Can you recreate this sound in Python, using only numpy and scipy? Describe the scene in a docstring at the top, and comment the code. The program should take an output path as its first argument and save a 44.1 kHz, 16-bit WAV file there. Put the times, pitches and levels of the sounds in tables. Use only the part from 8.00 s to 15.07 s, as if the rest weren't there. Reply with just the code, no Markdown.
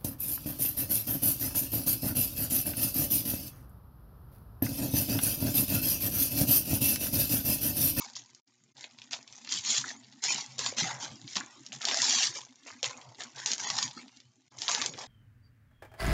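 """Tiny beads rattle in bursts and plastic film snaps, close to the microphone, as a strip of small bags
is lifted, shaken out and folded at a craft table in a small room. The beads tick against the film,
creases flip through, the bags flex, flap and drag, and the hands bump the table.
A faint mains hum lies underneath. The microphone has a narrow band; three times the level dips briefly."""
import sys
import numpy as np
from scipy import signal
from scipy.fft import rfft, irfft, next_fast_len
from scipy.io import wavfile
from scipy.ndimage import uniform_filter1d, map_coordinates

SR = 44100
rng = np.random.default_rng(int(sys.argv[2]) if len(sys.argv) > 2 else 0)


def inscribe(sig):
    """Save sig as 16-bit PCM at rate SR to the path in sys.argv[1].

    A 1-D sig is mono; a 2-D sig holds one channel per row.
    Samples are clipped to [-1, 1] before scaling.
    """
    pcm = np.round(np.clip(np.atleast_2d(sig).T, -1, 1) * 32767)
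    wavfile.write(sys.argv[1], SR, pcm.astype(np.int16))


N = 311787

# each lift, shake or fold: (start [s], rise [s], hold [s], bead level [dB], film level [dB])
BAG_MOVES = [(0.0, 0.0082, 0.045, -45, -53), (0.153, 0.00297, 0.01227, -43, -61.5),
             (0.742, 0.0706, 0.033, -52, -58), (1.106, 0.016, 0.01782, -41, -50),
             (1.484, 0.0386, 0.0568, -35, -53.5), (1.625, 0.07426, 0.0833, -29.5, -49.5),
             (1.837, 0.049, 0.0151, -43, -47.5), (2.215, 0.0364, 0.01285, -32, -43.5),
             (2.266, 0.03295, 0.02087, -29.5, -41.5), (2.364, 0.01248, 0.0311, -39, -50),
             (2.578, 0.0121, 0.0502, -37.5, -45.5), (2.653, 0.00724, 0.0073, -32, -45),
             (2.763, 0.021, 0.024, -29.5, -39.5), (2.818, 0.019, 0.074, -40, -40.5),
             (2.992, 0.031, 0.02284, -39.5, -46.5), (3.25, 0.06, 0.0414, -46, -62),
             (3.35, 0.012, 0.00715, -37, -44), (3.717, 0.00879, 0.01332, -44, -55),
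             (3.803, 0.01091, 0.03376, -45, -47.5), (3.848, 0.0269, 0.1307, -35, -41),
             (3.965, 0.08, 0.208, -28, -42.5), (4.331, 0.02554, 0.01693, -40, -48),
             (4.656, 0.0184, 0.0259, -52, -50), (4.829, 0.014, 0.0076, -36, -42),
             (4.887, 0.00907, 0.00866, -49.5, -48.5), (5.179, 0.0261, 0.01182, -45, -47),
             (5.341, 0.03823, 0.0708, -47, -50), (5.458, 0.005, 0.044, -35.5, -47),
             (5.583, 0.01413, 0.1585, -39.5, -46.5), (5.754, 0.02726, 0.0557, -36, -42.5),
             (5.958, 0.01644, 0.015, -49, -51.5), (6.575, 0.0573, 0.0372, -42.5, -52.5),
             (6.677, 0.0109, 0.0585, -34, -40), (6.764, 0.03345, 0.0434, -38.5, -42),
             (6.96, 0.03294, 0.0285, -46, -52.5)]


def amp(db):
    """Decibels to gain."""
    return 10 ** (np.asarray(db) / 20)


def unit(x):
    """Scale to rms 1."""
    return x / np.sqrt(np.mean(x ** 2) + 1e-20)


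def along(points, hz):
    """Read (frequency, value) points on a log frequency axis."""
    freqs, values = np.transpose(points)
    return np.interp(np.log(hz + 1), np.log(freqs + 1), values)


def curve(rows):
    """Turn (time [s], value) rows into one value per sample."""
    return np.interp(np.arange(N) / SR, *np.transpose(rows))


def add(track, start_s, sound):
    """Mix a sound into the track."""
    part = track[max(round(start_s * SR), 0):][:len(sound)]
    part += sound[:len(part)]


def coloured(x, points, size=2048):
    """Minimum-phase filter through (frequency [Hz], gain [dB]) points."""
    cepstrum = irfft(np.log(amp(along(points, np.fft.rfftfreq(size, 1 / SR)))))
    cepstrum[1:size // 2] *= 2
    cepstrum[size // 2 + 1:] = 0
    return signal.fftconvolve(x, irfft(np.exp(rfft(cepstrum))))[:N]


def patchy(x, depth_db, width_hz, span_s, size=1024):
    """Let the colour wander in random swells about width_hz wide and span_s long."""
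    frames = dict(nperseg=size, noverlap=size * 3 // 4)
    spectra = signal.stft(x, **frames)[2]
    swells = rng.standard_normal(spectra.shape)
    for axis, sigma in enumerate([width_hz * size / SR / 2, span_s * SR / (size // 4) / 2]):
        bell = signal.windows.gaussian(size // 16 + 1, sigma)
        swells = signal.fftconvolve(swells, np.expand_dims(bell, 1 - axis), "same")
    gain = amp(depth_db * np.clip(unit(swells), -2, 2))
    return signal.istft(spectra * gain, **frames)[1][:N]


def short_power(x, size):
    """Running mean square over size samples."""
    return np.abs(uniform_filter1d(x ** 2, size)) + 1e-20


def steady(x, size):
    """Hold the short-term rms near 1 while keeping the single grains."""
    return x / np.sqrt(short_power(x, size) + np.mean(x ** 2) / 1000)


def grains(per_s, spread_db, life_s, size=96):
    """Tiny contacts at random times, each a dying noise burst of its own strength."""
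    starts = np.flatnonzero(rng.random(N) < per_s / SR)
    age = np.arange(size)
    bursts = rng.standard_normal((len(starts), size)) * np.exp(-age / (life_s * SR))
    strengths = amp(spread_db * np.minimum(rng.standard_normal((len(starts), 1)), 2))
    return np.bincount((starts[:, None] + age).ravel(), (strengths * bursts).ravel(), N + size)[:N]


def thuds(rows, t60, attack_s, width, ring_share):
    """Damped blows: a short ring at each row's pitch, blurred by noise around it."""
    out, t = np.zeros(N), np.arange(SR // 4) / SR
    envelope = amp(-60 * t / t60) * (1 - np.exp(-t / attack_s))
    for start, db, hz in rows:
        band = signal.butter(2, [hz / (1 + width), hz * (1 + width)], "band", fs=SR)
        blur = unit(signal.lfilter(*band, rng.standard_normal(len(t))))
        blow = ring_share * np.sin(2 * np.pi * hz * t) + (1 - ring_share) * blur
        add(out, start, amp(db) * signal.lfilter(*band, envelope * blow))
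    return out


def echoes(x, draw_response, size):
    """Reflections, drawn anew every size samples as the bags move and change shape."""
    out, fade = np.zeros(N + size), signal.windows.hann(2 * size, sym=False)
    x = np.pad(x, (size, 2 * size))
    for i in range(0, N + size, size):
        response = draw_response()
        block = x[i:i + 2 * size] * fade
        add(out, i / SR, signal.fftconvolve(block, response / np.linalg.norm(response)))
    return out[size:]


def room_tone():
    """Mains hum and the faint hiss of the room."""
    # mains harmonics: (frequency [Hz], level [dB])
    harmonics = [(120, -82), (240, -80.5), (360, -85.5)]
    # spectrum of the hiss: (frequency [Hz], gain [dB])
    hiss_colour = [(30, -38), (150, 1), (500, -29), (2000, -14), (7000, -6.5)]
    t = np.arange(N) / SR
    hum = sum(amp(db) * np.sqrt(2) * np.sin(2 * np.pi * hz * t) for hz, db in harmonics)
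    hiss = amp(-80) * unit(coloured(rng.standard_normal(N), hiss_colour))
    return hum + hiss


def walls(x):
    """The walls of the small room answer; the low notes linger longest."""
    # reverberation: (frequency [Hz], time to fall 60 dB [s])
    decay_times = [(200, 1), (700, 0.586), (1500, 0.22), (4000, 0.06), (8000, 0.056)]
    def tail():
        hz, t, spectra = signal.stft(rng.standard_normal(SR // 2), SR, nperseg=256)
        decay = amp(-60 * t / along(decay_times, hz)[:, None])
        return signal.istft(spectra * decay, SR, nperseg=256)[1]
    return echoes(x, tail, size=16384)


def scatter(x, wet_db, t60):
    """Close by, table, easel and hands throw back a quick spray of reflections."""
    t = np.arange(SR // 10) / SR
    decay = amp(-60 * t / t60)
    return x + amp(wet_db) * echoes(x, lambda: rng.standard_normal(len(t)) * decay, size=4096)


def craft_table(flex, tug_db=-22):
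    """The table rumbles unevenly under the arms, is tugged by each move and takes a few bumps."""
    # arms and hands moving against the table: (time [s], level [dB])
    handling = [(0, -62), (.55, -72), (.85, -66), (1.4, -62.5), (1.8, -52.5), (2.15, -61.5), (2.4, -53),
                (3.15, -51), (3.7, -57), (4.2, -52), (4.55, -64), (4.95, -56.5), (5.35, -60.5), (5.85, -51),
                (6.15, -60.5), (6.45, -72), (6.68, -50), (7.07, -62)]
    # spectrum of the tabletop: (frequency [Hz], gain [dB])
    table_colour = [(25, -41.5), (50, -28.5), (90, -10.5), (125, 9.5), (170, -8), (205, -1.5), (245, 8),
                    (320, -9), (500, -23.5), (1000, -23.5)]
    # soft bumps of the hands: (time [s], level [dB], pitch [Hz])
    bumps = [(1.545, -41, 183), (2.345, -38, 229.4), (2.82, -24.5, 161.7), (3.362, -35.5, 200.3),
             (3.756, -45, 230), (5.965, -37, 242.4), (6.89, -43, 159)]
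    rumble = coloured(rng.standard_normal(N), table_colour)
    rumble = patchy(rumble, depth_db=9.5, width_hz=52.9, span_s=.0405)
    push = np.hypot(amp(curve(handling)), amp(tug_db) * flex)
    knocks = thuds(bumps, t60=.135, attack_s=.0011, width=1, ring_share=.67)
    return push * steady(rumble, size=5500) + knocks


def drags(sag_octaves=.45, fade_db=-6, relative_width=.248):
    """A bag drags over a surface: a dull scrape whose pitch and level fall as it slows."""
    # scrapes: (start [s], length [s], level [dB], starting pitch [Hz])
    scrapes = [(2.839, 0.19, -51.5, 1893), (2.836, 0.33, -52, 901), (4.9, 0.2876, -56, 1001),
               (6.51, 0.0965, -60, 1004), (6.824, 0.2, -51.5, 478.6), (6.971, 0.0964, -46.5, 1000)]
    out = np.zeros(N)
    for start, length, db, start_hz in scrapes:
        progress = np.linspace(0, 1, round(length * SR))
        lowpass = signal.butter(2, relative_width * start_hz, fs=SR)
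        grit = signal.lfilter(*lowpass, rng.standard_normal(N))[:len(progress)]
        hz = start_hz * 2 ** (-sag_octaves * progress)
        scrape = unit(grit * np.sin(2 * np.pi * np.cumsum(hz) / SR))
        add(out, start, amp(db + fade_db * progress) * signal.windows.tukey(len(progress)) * scrape)
    return out


def flaps():
    """Whole bag faces pop or flap, each a short, noisy thud."""
    # pops of a bag face: (time [s], relative level [dB], pitch [Hz])
    pops = [(1.139, -35, 941), (1.841, -24.5, 1192), (2.382, -27.5, 964.7), (2.662, -29, 1107),
            (2.723, -30, 529.5), (3.366, -21, 1096), (3.408, -30.5, 1452), (4.83, -30.5, 640.6),
            (5.7, -26, 940.4), (5.784, -26.5, 991.6), (6.687, -26, 961.6), (6.775, -28, 939.5)]
    return amp(4.5) * thuds(pops, t60=.01796, attack_s=.00051, width=.4, ring_share=.363)


def effort(levels_db, fall_db_per_s, linger_db=-25, linger_db_per_s=82):
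    """Amplitude of the moves: each rises, holds and falls, and the bags stir faintly afterwards."""
    t = np.arange(0, N / SR, .001)
    power = np.zeros(len(t))
    for (start, rise, hold, *_), db in zip(BAG_MOVES, levels_db):
        after = np.maximum(t - start - rise - hold, 0)
        fall = amp(-fall_db_per_s * after) + amp(linger_db - linger_db_per_s * after)
        power += (amp(db) * np.clip((t - start) / rise, 0, 1) * fall) ** 2
    return curve(np.column_stack([t, np.sqrt(power)]))


def jerks(shake, per_s=70, life_s=.002, jolt_db=1, even_flow_db=-17):
    """Gain around 1: creases give way in jerks that jolt beads and film; hard shaking evens it out."""
    kicks = 1.0 * (rng.random(N) < per_s / SR)
    jolts = signal.lfilter([1], [1, -np.exp(-1 / (life_s * SR))], kicks)
    uneven = steady(1 + amp(jolt_db) * np.minimum(jolts, 1), size=2600)
    flow = np.minimum(shake / amp(even_flow_db), 1)
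    return flow + (1 - flow) * uneven


def hollow(rustle, length_s=.056, spacing_hz=1120):
    """For a moment the rustle narrows into ringing bands, at the same power."""
    # hollow moments: (centre time [s])
    centres = [0.03, 1.986, 2.305, 5.665, 5.844, 5.985, 6.91]
    t = np.arange(N) / SR
    share = sum(np.clip(2 - 4 * abs(t - centre) / length_s, 0, 1) for centre in centres)
    combed = rustle + np.roll(rustle, round(SR / spacing_hz))
    ringing = patchy(combed, depth_db=8, width_hz=110, span_s=.1)
    ringing *= np.sqrt(short_power(rustle, 700) / short_power(ringing, 700))
    return np.sqrt(1 - share) * rustle + np.sqrt(share) * ringing


def film(flex, folds_per_s=45, fold_octaves=.13):
    """The bending film crackles lower than the beads, finer when bent hard; folding retunes it."""
    # resonances of the film: (frequency [Hz], gain [dB])
    film_colour = [(50, -72.5), (250, -18.5), (400, -9), (650, -6.5), (900, 3.5), (1300, -10.5), (2100, 1),
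                   (3500, -27), (8000, -22.5)]
    crackle = grains(per_s=350 + 1800 * flex / flex.max(), spread_db=5.5, life_s=.0006)
    crackle = scatter(coloured(crackle, film_colour), wet_db=-1.5, t60=.04)
    folds = rng.standard_normal(int(N * folds_per_s / SR) + 2)
    octaves = fold_octaves * map_coordinates(folds, [np.arange(N) * folds_per_s / SR])
    retuned = map_coordinates(crackle, [np.cumsum(2 ** octaves) % (N - 1)])
    retuned = patchy(retuned, depth_db=5, width_hz=129.7, span_s=.02365)
    return flex * steady(retuned, size=1300)


def crease_flip(t, hz):
    """One crease flips through in about two cycles."""
    swell = t * hz / .62
    return swell ** 2 * np.exp(2 * (1 - swell)) * np.sin(2 * np.pi * (hz * t + rng.random()))


def snaps(shiver_db=-14.5, shiver_t60=.01694, cascade_db=-12.5, cascade_s=.016):
    """A crease flips, the film around it shivers, and two smaller creases give way just after."""
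    # creases snapping through: (time [s], relative level [dB], pitch [Hz])
    creases = [(0.0208, -27, 4790), (0.1583, -36, 5520), (0.3486, -36, 5500), (.8094, -30, 5780),
               (0.842, -25, 2830), (.987, -31, 3710), (1.018, -32, 3837), (1.11, -29, 4450),
               (1.133, -16.5, 3817), (1.1395, -20, 3803), (1.2767, -31.5, 4605), (1.3255, -31.5, 4840),
               (1.4488, -30.5, 3400), (1.4746, -25, 3250), (1.4914, -23.5, 4040), (1.5229, -9, 6190),
               (1.5254, -21, 6255), (1.539, -19.5, 5994), (1.7728, -22.5, 5490), (1.8907, -24, 5200),
               (2.239, -11, 5920), (2.346, -16, 5535), (2.3605, -21.5, 3965), (2.3849, -26, 3990),
               (2.4121, -29.5, 5720), (2.5825, -21.5, 4840), (2.5921, -16.5, 5280), (2.6631, -13.5, 3980),
               (2.7907, -19.5, 5920), (3.2232, -38.5, 5390), (3.2775, -28, 4400), (3.356, -18, 4504),
               (3.3683, -11.5, 4340), (3.6643, -26.5, 5200), (3.721, -27, 2800), (3.7287, -30.5, 4000),
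               (3.817, -21, 4100), (3.828, -21.5, 3902), (3.8531, -8.5, 4970), (3.886, -9, 3866),
               (3.9132, -15, 3600), (3.9445, -12, 5290), (3.9723, -15, 5600), (3.9883, -16, 4780),
               (4.019, -8.5, 6180), (4.108, -10, 5460), (4.232, -7.5, 4700), (4.326, -34, 1761),
               (4.8298, -12, 5000), (4.843, -15.5, 3165), (5.0147, -36, 3368), (5.207, -24, 3634),
               (5.236, -22.5, 6200), (5.3822, -29.5, 4020), (5.4603, -12.5, 5186), (5.4608, -10.5, 5190),
               (5.5168, -9, 5470), (5.534, -10, 5850), (5.581, -19.5, 5580), (5.5971, -28, 6040),
               (5.7019, -9.5, 4745), (5.7675, -18, 4870), (5.7863, -11, 4590), (5.8281, -11, 5200),
               (5.8788, -26, 4500), (5.9112, -31, 4040), (6.081, -38.5, 3520), (6.171, -39, 5670),
               (6.2023, -39, 4210), (6.5864, -23, 6100), (6.619, -12, 5450), (6.681, -12, 3615),
               (6.7152, -9, 5860), (6.7489, -9, 4596), (6.816, -10, 4420), (6.822, -16.5, 4200),
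               (6.8615, -10, 5716), (6.9371, -25.5, 2996), (7.0369, -33.5, 4030)]
    out, t = np.zeros(N), np.arange(SR // 25) / SR
    for start, db, hz in creases:
        gain = amp(db - 2)
        band = signal.butter(2, [hz * .631, hz * 1.389], "band", fs=SR)
        shiver = unit(signal.lfilter(*band, rng.standard_normal(len(t))))
        shiver *= amp(shiver_db - 60 * t / shiver_t60)
        softness = amp(np.interp(db, [-32, -18], [5, 0]))  # weak creases flip less and shiver more
        add(out, start, gain * (crease_flip(t, hz) / softness + softness * shiver))
        for delay, colour in rng.random((2, 2)):
            follower = crease_flip(t, hz * 2 ** (.5 - colour))
            add(out, start + cascade_s * delay, gain * amp(cascade_db) * follower)
    return out


def beads(shake, jolts):
    """Beads slide and tick against the film; harder shaking adds contacts until they merge into hiss."""
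    # spectrum of the ticks: (frequency [Hz], gain [dB])
    bead_colour = [(60, -65.5), (400, -33.5), (900, -8.5), (1400, -9), (2100, -5.5), (3400, 5), (4200, 4.5),
                   (5200, 6.5), (6800, 7.5), (9000, -1.5)]
    slide = grains(per_s=400 + 12000 * shake / shake.max(), spread_db=3.5, life_s=.000237)
    slide = scatter(coloured(slide, bead_colour), wet_db=-1, t60=.074)
    slide = steady(patchy(slide, depth_db=3.5, width_hz=160, span_s=.02), size=1800)
    crinkles = grains(per_s=65, spread_db=3.5, life_s=.0003)
    crinkles = scatter(coloured(crinkles, bead_colour), wet_db=-3, t60=.055)
    crinkles = steady(patchy(crinkles, depth_db=5, width_hz=1200, span_s=.03), size=7000)
    # single crinkles stand out most when the bags are nearly still
    share = np.interp(20 * np.log10(shake), [-58, -45, -30], [.6, .2, .04])
    return shake * (np.sqrt(1 - share) * jolts * slide + np.sqrt(share) * crinkles)


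def level_dips(depth_db=-38.5, edge_s=.0159):
    """Gain for the whole scene: the level dips briefly."""
    # dips: (start [s], length [s])
    dips = [(0.406, 0.0618), (0.731, 0.0143), (6.489, 0.0193)]
    t = np.arange(N) / SR
    inside = sum(np.clip((length / 2 - abs(t - start - length / 2)) / edge_s + .5, 0, 1)
                 for start, length in dips)
    return amp(depth_db * inside)


def scene():
    """The bags close to the microphone, the table under them and the small room around."""
    # rustle of the bags while they are only held: (time [s], level [dB])
    held_levels = [(0, -53.5), (.3, -65.5), (.5, -73), (.72, -75), (1.04, -59), (1.26, -66), (1.34, -55),
                   (2.1, -63), (2.55, -58), (3.6, -62), (4.4, -60), (4.58, -67), (4.72, -58), (5.1, -62),
                   (6.05, -61.5), (6.28, -75), (6.42, -76), (6.6, -57), (7.07, -54.5)]
    held = amp(curve(held_levels))
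    *_, beads_db, film_db = np.transpose(BAG_MOVES)
    shake = np.hypot(effort(beads_db, fall_db_per_s=290), held)
    flex = np.hypot(effort(film_db, fall_db_per_s=244), amp(-8.5) * held)
    jolts = jerks(shake)
    hits = scatter(flaps() + snaps(), wet_db=-5, t60=.1)
    rustle = hollow(beads(shake, jolts) + jolts * film(flex)) + drags()
    reverb = walls(amp(-13) * hits + amp(-21) * rustle)
    mix = hits + rustle + reverb + craft_table(flex) + room_tone()
    return (mix * level_dips())[None]


def record(dry):
    """The close mono microphone thins the deep bass and top treble and keeps nothing above its band."""
    # microphone response: (frequency [Hz], gain [dB])
    response = [(25, -16), (60, -9), (100, -1), (7100, 3), (7600, -3), (7950, -26.5), (8400, -10),
                (9000, -23.5)]
    top_hz = 9150
    size = next_fast_len(N + SR // 2)
    in_band = np.fft.rfftfreq(size, 1 / SR) < top_hz
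    spectrum = rfft(coloured(dry[0], response), size)
    return irfft(spectrum * in_band, size)[None, :N]


dry = scene()
out = record(dry)
inscribe(out)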